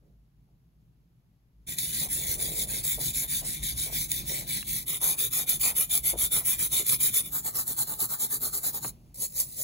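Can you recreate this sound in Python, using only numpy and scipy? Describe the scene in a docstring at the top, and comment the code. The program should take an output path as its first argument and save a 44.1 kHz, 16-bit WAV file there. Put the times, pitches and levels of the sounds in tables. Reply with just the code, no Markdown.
"""Quiet room, the microphone close to a tub of water on a table. A low hum and faint stirs come first.
At 1.7 s a toothbrush lands on a soapy clear plastic part: flat face, then narrow edge from 4.9 s, then a black part
from 7.3 s. It lifts at 8.9 s, and from 9.1 s picks slowly at the black ribs. Each stroke is a swarm of flicking wet
bristles, filtered by the surface. Tufts snap over edges, the part judders on the tub, and tub and table shake below.
Left and right differ in phase and likeness from band to band, as in a widened stereo image."""
import sys
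import numpy as np
from scipy import signal
from scipy.fft import rfft, irfft, next_fast_len
from scipy.io import wavfile
from scipy.ndimage import uniform_filter1d

SR = 44100
rng = np.random.default_rng(int(sys.argv[2]) if len(sys.argv) > 2 else 0)


def dump(signal):
    """Clip the signal to [-1, 1] and save it as 16-bit WAV at the path in sys.argv[1]."""
    limited = np.clip(np.atleast_2d(signal).T, -1, 1)
    pcm = np.round(limited * 32767).astype(np.int16)
    wavfile.write(sys.argv[1], SR, pcm)


N = 424683
EDGE_HZ = 15800  # upper limit of the sound
LAND_S, LIFT_S, RETURN_S = 1.664, 8.912, 9.143  # the brush touches down, lifts off and touches down again
SIZE = next_fast_len(N + SR // 4)  # padded, so that filtering does not wrap around
TIME, BINS = np.arange(N) / SR, np.fft.rfftfreq(SIZE, 1 / SR)


def gain_of(db):
    """Decibels to amplitude factor."""
    return 10 ** (np.asarray(db) / 20)


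def evened(x):
    """Scales to unit RMS."""
    return x / np.sqrt(np.mean(x ** 2) + 1e-20)


def read(points, hz):
    """Reads a spectrum table, interpolating along log frequency."""
    f, value = np.transpose(points)
    return np.interp(np.log(hz + 1), np.log(f + 1), value)


def add(mix, s, sound):
    """Adds a sound to the mix from s seconds on, cut at the end of the mix."""
    part = mix[:, round(s * SR):][:, :sound.shape[1]]
    part += sound[:, :part.shape[1]]


def spectrum_of(x):
    """Sound to padded spectrum."""
    return rfft(x, SIZE)


def sound_of(z):
    """Spectrum back to sound."""
    return irfft(z, SIZE)[..., :N]


def wander(rate_hz):
    """Smooth random curve of unit RMS, with little change faster than rate_hz."""
    return evened(sound_of(spectrum_of(rng.standard_normal(N)) / (1 + (BINS / rate_hz) ** 4)))


def coloured(points):
    """Two unrelated noises with the given spectrum, at unit RMS."""
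    return evened(sound_of(spectrum_of(rng.standard_normal((2, N))) * gain_of(read(points, BINS))))


def echoes(x, t60, db):
    """Adds a dense train of dying reflections, roughly keeping the power."""
    t = np.arange(SR // 3) / SR
    tail = rng.standard_normal(len(t)) * gain_of(-60 * t / t60) * (t > .001)
    wet = signal.oaconvolve(x, tail[None] / np.linalg.norm(tail), axes=1)[:, :N]
    return (x + gain_of(db) * wet) / np.hypot(1, gain_of(db))


# Colour of the faint hiss. Each row: frequency in Hz, relative level in dB per Hz.
AIR_COLOUR = [(200, -10), (700, 4.5), (1400, -2.5), (2500, -5.5), (5000, -8.5), (9000, -18.5),
              (12000, -4.5), (15500, -17)]


def air(air_db=-81):
    """Faint steady hiss, unrelated between left and right."""
    return gain_of(air_db) * coloured(AIR_COLOUR)


# Colour of the quiet room. Each row: frequency in Hz, relative level in dB per Hz.
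HUM_COLOUR = [(20, -21.5), (40, -6.5), (52, 6), (68, -6.5), (86, -21.5), (118, -0.5), (160, -4), (220, -15),
              (450, -28.5), (1000, -47.5)]


def room(hum_db=-61, swell_db=1.5, swell_hz=6):
    """A low hum, noise in narrow humps, that swells and sinks at random."""
    return gain_of(hum_db + swell_db * wander(swell_hz)) * coloured(HUM_COLOUR)


def rumble(curve, spectrum, offset_db):
    """Low coloured noise that follows a level curve and sets in when the brush lands."""
    onset = np.clip((TIME - LAND_S) / 0.021, 0, 1)
    return gain_of(offset_db + np.interp(TIME, *np.transpose(curve))) * onset * coloured(spectrum)


# Deep heave of the table under the arm. Each row: time in seconds, level in dB before jolts and unsteadiness.
HEAVE = [(1.7, -60), (2.38, -44), (2.51, -50), (3.31, -43), (4.57, -51.5), (4.74, -40.5), (4.85, -56.5),
         (5.96, -48.5), (7.77, -61.5), (9.62, -58.5)]
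# Colour of the table. Each row: frequency in Hz, relative level in dB per Hz.
TABLE_COLOUR = [(15, -33), (25, -17), (40, -4), (52, 3.5), (66, -5), (90, -11.5), (200, -40.5)]
# Shaking of the tub under the hands. Each row: time in seconds, level in dB before drag and unsteadiness.
SHAKE = [(1.7, -49), (1.72, -47.5), (4.72, -47), (4.94, -51), (6.59, -50), (8.78, -54.5), (8.87, -44.5),
         (8.94, -57), (9.62, -53)]
# Colour of the tub. Each row: frequency in Hz, relative level in dB per Hz.
TUB_COLOUR = [(50, -22.5), (85, -6.5), (105, -8.5), (120, 2), (132, -4.5), (145, 1.5), (178, -8),
              (200, -6.5), (240, -12.5), (330, -14.5), (450, -26), (700, -26), (1500, -41)]


def shaking(speed, jolt_db=3, drag_db=3, uneven_db=1.5, uneven_hz=9):
    """The arm jolts the table at each turn; brush drag shakes the tub in mid-stroke; the hands are unsteady."""
    swing = speed - speed.mean()
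    unsteady = gain_of(uneven_db * wander(uneven_hz))
    table = rumble(HEAVE, TABLE_COLOUR, -jolt_db * swing)
    tub = rumble(SHAKE, TUB_COLOUR, drag_db * swing)
    return unsteady * (table + tub)


# Plastic stirs, judders and knocks against the tub, close to the microphone.
# Each row: start in seconds, level in dB before the fades, centre in Hz, length in seconds.
JUDDERS = [(0.01, -70, 372, 0.17), (0.463, -78, 480, 0.11), (2.011, -48.5, 596, .09),
           (2.157, -51.5, 440, 0.36), (2.346, -49.5, 437, 0.59), (2.974, -45.5, 470, 0.08),
           (3.216, -52, 547, .064), (3.413, -51, 593, .074), (3.858, -50, 526, .12),
           (4.289, -49.5, 470, 0.19), (4.627, -38.5, 1754, 0.0062), (5.004, -47.5, 850, .2),
           (5.36, -52, 660, .12), (5.636, -46.5, 695, .13), (6.128, -39, 470, .05),
           (6.348, -47.5, 796, .11), (6.791, -44, 330, .05), (7.687, -49, 347, 0.037),
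           (8.84, -47.5, 170, 0.051), (8.844, -38, 1157, .018), (8.846, -39.5, 520, .022),
           (9.385, -52.5, 840, .05)]


def judders(slips_per_s=420, width=0.48, rub=0.093, rise=0.13):
    """Uneven slips of the part knock on the tub's broad, quickly damped resonance."""
    out = np.zeros((2, N))
    for s, db, hz, length in JUDDERS:
        u = np.linspace(0, 1, round(length * SR))
        slips = (rng.random(len(u)) < slips_per_s / SR) + rub  # sparse slips over a steady rub
        band = signal.butter(2, [hz / (1 + width), hz * (1 + width)], "band", fs=SR, output="sos")
        knocks = evened(signal.sosfilt(band, slips * rng.standard_normal((2, len(u)))))
        fade = np.sin(np.pi * np.interp(u, [0, rise, 1], [0, .5, 1]))  # quick rise, slow fall
        add(out, s, gain_of(db) * knocks * fade)
    return out


# The hand's strokes, push and pull in turn; the -60 dB one is in the air.
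# Each row: turn of the brush in seconds, hiss in dB at top speed before catching and filtering.
STROKES = [(1.65, -34.5), (1.761, -29), (1.909, -28), (2.08, -29), (2.247, -28), (2.372, -29), (2.535, -28),
           (2.665, -30), (2.824, -26), (2.98, -27), (3.127, -27.5), (3.272, -26.5), (3.427, -32),
           (3.608, -31), (3.753, -29), (3.904, -28), (4.082, -31), (4.244, -31), (4.456, -30), (4.649, -30),
           (4.855, -28.5), (4.996, -22.5), (5.162, -26), (5.3, -24.5), (5.456, -26.5), (5.589, -22),
           (5.734, -23), (5.876, -23.5), (6.017, -23.5), (6.155, -22), (6.296, -21.5), (6.432, -22),
           (6.57, -23), (6.694, -22), (6.842, -21.5), (6.982, -21.5), (7.119, -22), (7.23, -38.5),
           (7.302, -28.5), (7.423, -29.5), (7.524, -27), (7.648, -29), (7.755, -24.5), (7.851, -31),
           (7.97, -26.5), (8.079, -28.5), (8.176, -25), (8.284, -28.5), (8.393, -26.5), (8.509, -28.5),
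           (8.612, -25), (8.72, -30), (8.802, -32.5), (8.918, -60), (9.135, -28), (9.312, -26), (9.5, -30),
           (9.72, -40)]
# How the hand scrubs: flat on the face, full stops along the edge, short and quick on black, slow at the ribs.
# Each row: start in seconds, dip before a push in dB, dip before a pull in dB, place of top speed in a push (0-1),
# the same in a pull (0-1), peakedness (exponent), ring of the part in dB before pressing and slowing change it.
GRIPS = [(1.6, -4.5, -17, 0.62, 0.37, 1.97, 1.5), (2.65, -17, -19, 0.36, 0.51, 1.27, 0.7),
         (3.42, -19.5, -16.5, 0.38, 0.41, 1.64, 4), (4.85, -31.5, -29.5, 0.45, 0.46, 1.5, 2.5),
         (5.72, -24, -26.5, .45, .52, 2.7, 0.5), (6.42, -16.5, -21, 0.53, .5, 2.16, 0),
         (7.28, -18.5, -18, 0.54, 0.49, 2.28, 1.5), (9.1, -17, -20.5, 0.57, 0.44, 6.1, .5)]


def strokes():
    """Each stroke takes its shape from the grip; its force is its level against the other strokes of that grip."""
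    turn, top_db = np.transpose(STROKES)
    grip = np.searchsorted([row[0] for row in GRIPS], turn, "right") - 1
    _, push_db, pull_db, push_crest, pull_crest, peaked, ring_db = np.array(GRIPS)[grip].T
    pull = np.arange(len(turn)) % 2
    louder_db = np.maximum(top_db, np.roll(top_db, 1))  # of the two strokes that meet at a turn
    turn_db = louder_db + np.where(pull, pull_db, push_db)
    force_db = top_db - np.array([np.median(top_db[grip == g]) for g in grip])
    crest = np.where(pull, pull_crest, push_crest)
    return turn, turn_db, top_db, crest, peaked, ring_db, np.clip(force_db, -4, 4)


def touching(settle_s=0.019):
    """1 while the bristles are on the part, 0 while the brush is in the air."""
    return np.clip((TIME - LAND_S) / settle_s, 0, 1) * ((TIME < LIFT_S) | (TIME > RETURN_S))


def brush_motion(stick_s=0.021, stick_db=-1.0, release_db=2, release_s=0.017,
                 damping=0.34, slow_ring_db=1.5, flatten=1.17):
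    """Speed, hiss level, ring. Bristles stick and bend at each turn, then spring free; pressing damps the ring."""
    turn, turn_db, top_db, crest, peaked, ring_db, force_db = strokes()
    top = turn + crest * np.diff(turn, append=turn[-1] + 1)
    # Travel is a whole number at each turn and a half at each top speed.
    travel = np.interp(TIME, np.column_stack([turn, top]).ravel(), np.arange(2 * len(turn)) / 2)
    k = travel.astype(int)  # stroke under way
    speed = abs(np.sin(np.pi * travel)) ** peaked[k]
    speed = np.tanh(flatten * speed) / np.tanh(flatten)  # the hand levels off in mid-stroke
    level = (1 - speed) * gain_of(np.interp(TIME, turn, turn_db)) + speed * gain_of(top_db[k])

    free_s = TIME - turn[k] - stick_s
    sticking_db = stick_db * (1 + free_s / stick_s)
    springing_db = release_db * np.exp(-abs(free_s) / release_s)
    catch_db = np.where(free_s < 0, sticking_db, springing_db)
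    catch_db = uniform_filter1d(catch_db * (TIME > turn[0]), size=SR // 250)  # not all bristles at once

    ring = gain_of(ring_db[k] - damping * force_db[k] + slow_ring_db * (1 - speed))
    return speed, level * gain_of(catch_db) * touching(), uniform_filter1d(ring, size=900)


def bristles(level, per_s=16000, full_db=-28, spread_db=2.0, tuft_db=0.88, tufts_per_s=240, tuft_s=0.0034,
             foam=0.44):
    """Single bristles flick, more at speed, bunched into tufts that let go at once, over the fizz of the foam."""
    density = per_s / SR * np.sqrt(np.minimum(level / gain_of(full_db), 1)) + 1 / SR  # flicks a sample
    size = gain_of(spread_db * np.minimum(rng.exponential(1, N), 5))
    flicks = size * (rng.random(N) < density) / np.sqrt(density)
    flicks /= np.sqrt(np.average(flicks ** 2, weights=level ** 2))
    releases = 1. * (rng.random(N) < tufts_per_s / SR)
    pile = signal.lfilter([1], [1, -np.exp(-1 / (tuft_s * SR))], releases)
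    pile = uniform_filter1d(pile, size=SR // 600)  # the bristles of a tuft leave a little apart
    tufts = evened(gain_of(tuft_db * np.minimum(evened(pile - pile.mean()), 2)))
    grain = np.hypot(flicks, foam) / np.hypot(1, foam)
    return level * tufts * grain * rng.standard_normal((2, N))


def ring_band(x, low_hz=1700, high_hz=4800):
    """The band in which the plastic rings."""
    return signal.sosfiltfilt(signal.butter(2, [low_hz, high_hz], "band", fs=SR, output="sos"), x)


# Tufts snapping over an edge of the part.
# Each row: start in seconds, level in dB before filtering, fall by 60 dB in seconds, gain of the ring band in dB.
SNAPS = [(1.785, -20.5, .04, 8), (2.626, -31, .024, -20), (3.636, -25, .027, -2), (4.093, -34, 0.027, -10),
         (4.1168, -12.5, .012, 2.5), (5.492, -18, 0.12, -7), (5.953, -14, .018, -9),
         (5.9772, -13.5, .0083, -14), (6.866, -20, .015, 0), (6.894, -17, 0.035, 6), (7.143, -20, .023, -8),
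         (7.678, -22.5, .035, -13), (8.003, -26, .08, 6), (8.056, -22, .012, -14), (8.325, -29, .023, -10),
         (9.145, -44, 0.022, 6), (9.4, -18, 0.059, 1)]


def snaps(low_hz=2400):
    """Sharp, thin, fast-dying noise bursts as a whole tuft lets go."""
    out = np.zeros((2, N))
    t = np.arange(SR // 20) / SR
    for s, db, t60, ring_db in SNAPS:
        burst = gain_of(db - 60 * t / t60) * rng.standard_normal((2, len(t)))
        add(out, s, burst + (gain_of(ring_db) - 1) * ring_band(burst))
    return signal.sosfilt(signal.butter(2, low_hz, "high", fs=SR, output="sos"), out)


def shifting(x, patchy_db, size):
    """The contact point moves, so patches of the spectrum (size: bins, frames) swell and fade."""
    z = signal.stft(x, nperseg=512, noverlap=384)[2]
    patches = uniform_filter1d(rng.standard_normal(z.shape[1:]), size[0], 0)
    patches = uniform_filter1d(patches, size[1], 1)
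    patchy = z * evened(gain_of(patchy_db * evened(patches)))
    return signal.istft(patchy, nperseg=512, noverlap=384)[1][:, :N]


# Colour of the bristles on the flat face and narrow edge of the clear part, then on the side of the black part,
# standing in the tub, and on its ribs. Each row: frequency in Hz, relative level in dB per Hz.
CLEAR_FACE = [(340, -19), (600, -29.5), (1250, -26.5), (1800, -10.5), (2300, -6.5), (2650, -22),
              (3150, -16), (3550, -3.5), (4400, -10), (5800, -9.5), (7200, -2.5), (9200, 1), (12900, -2.5),
              (15600, -2)]
CLEAR_EDGE = [(340, -14.5), (560, -21.5), (1100, -16.5), (1600, -15.5), (2450, -10), (2750, -23.5),
              (3500, -5), (4300, -13), (5800, -13), (7000, -5), (9000, -1), (11500, 1.5), (12700, -3),
              (15500, -0.5)]
BLACK_SIDE = [(340, -8.5), (540, -14.5), (1300, -8), (2200, -19), (2650, -29.5), (3200, -20), (4000, -8.5),
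              (5000, -13.5), (6100, -12.5), (7000, -2.5), (8400, 1), (9800, -4), (12000, 1.5), (15500, 0)]
BLACK_RIBS = [(300, -15), (800, -17), (1450, -29.5), (2100, -17.5), (2800, -26.5), (3500, -19), (3900, -11),
              (5400, -11), (7400, -4.5), (8200, 6), (9500, -7), (10800, -2.5), (12300, -2), (15500, -3)]
# The surface under the brush. Each row: start in seconds, colour table of the surface.
SURFACES = [(0, CLEAR_FACE), (4.853, CLEAR_EDGE), (7.3, BLACK_SIDE), (9.0, BLACK_RIBS)]


def scrubbing(level, ring, snap_db=-0.5, low_hz=180):
    """Bristle flicks and snaps sound through whichever surface is under the brush."""
    drive = shifting(bristles(level), patchy_db=1.14, size=(12, 6))  # broad, brief patches
    drive = shifting(drive, patchy_db=3.5, size=(3, 32))  # narrow, longer patches
    drive = drive + (ring - 1) * ring_band(drive) + gain_of(snap_db) * snaps()
    surface = np.searchsorted([s for s, _ in SURFACES], TIME, "right") - 1
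    treble = (BINS > 3000) & (BINS < EDGE_HZ)
    out = np.zeros((2, N))
    for k, (_, spectrum) in enumerate(SURFACES):
        colour = gain_of(read(spectrum, BINS)) * BINS ** 4 / (BINS ** 4 + low_hz ** 4)
        colour /= np.sqrt(np.mean((colour * treble) ** 2))  # surfaces matched in the treble
        contact = sound_of(spectrum_of(drive * (surface == k)) * colour)
        out += echoes(contact, t60=0.072, db=-8)  # the part and tub ring briefly
    return out


# How left and right differ, as in a widened stereo image.
# Each row: frequency in Hz, phase by which left leads in radians, likeness (0-1).
STEREO_IMAGE = [(0, 0, .94), (400, 0, .84), (1100, .5, .42), (1550, 3.2, .62), (2400, 5.5, .8),
                (3300, 8.3, .45), (3900, 5.9, .65), (4400, 6.8, .5), (5000, 9.4, .75), (5600, 8.6, .35),
                (5950, 6.2, .8), (6750, 6.1, .87), (7300, 4.7, .62), (8150, 3.15, .997), (8850, 3.13, .997),
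                (9300, 2.4, .68), (10000, 1, .65), (10400, 0, .99), (11650, 0, .99), (12050, -1.3, .58),
                (12800, -3.13, .997), (13800, -3.15, .997), (14600, -4.6, .52), (15300, -6.28, .99)]
# Balance of left and right. Each row: frequency in Hz, left minus right in dB.
BALANCE = [(0, 0), (900, 3), (1500, 0), (2100, 2), (3100, -2.5), (3600, 12), (4200, -0.5), (5500, -0.5),
           (7000, 0), (8000, 0)]


def stereo(pair):
    """Blends two unrelated versions of the sound into left and right, with phase and likeness set by frequency."""
    hz, phase, likeness = np.transpose(STEREO_IMAGE)
    same = np.interp(BINS, hz, likeness)
    a, b = spectrum_of(pair)
    right = (same * a + np.sqrt(1 - same ** 2) * b) * np.exp(-1j * np.interp(BINS, hz, phase))
    lean = gain_of(np.interp(BINS, *np.transpose(BALANCE)))
    return sound_of(np.array([a * lean, right]) * np.sqrt(2 / (1 + lean ** 2)))  # keeps the summed power


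def scene():
    """The motion of the brush drives both hiss and rumble, close to the microphone in a quiet room."""
    speed, level, ring = brush_motion()
    near = echoes(scrubbing(level, ring) + judders(), t60=0.29, db=-33.0)  # faint longer reflections
    return stereo(near + shaking(speed) + room()) + air()


def record(dry):
    """A steep band limit, a long low-pass filter."""
    return signal.oaconvolve(dry, signal.firwin(511, EDGE_HZ, window=("kaiser", 9), fs=SR)[None], "same")


dry = scene()
out = record(dry)
dump(out)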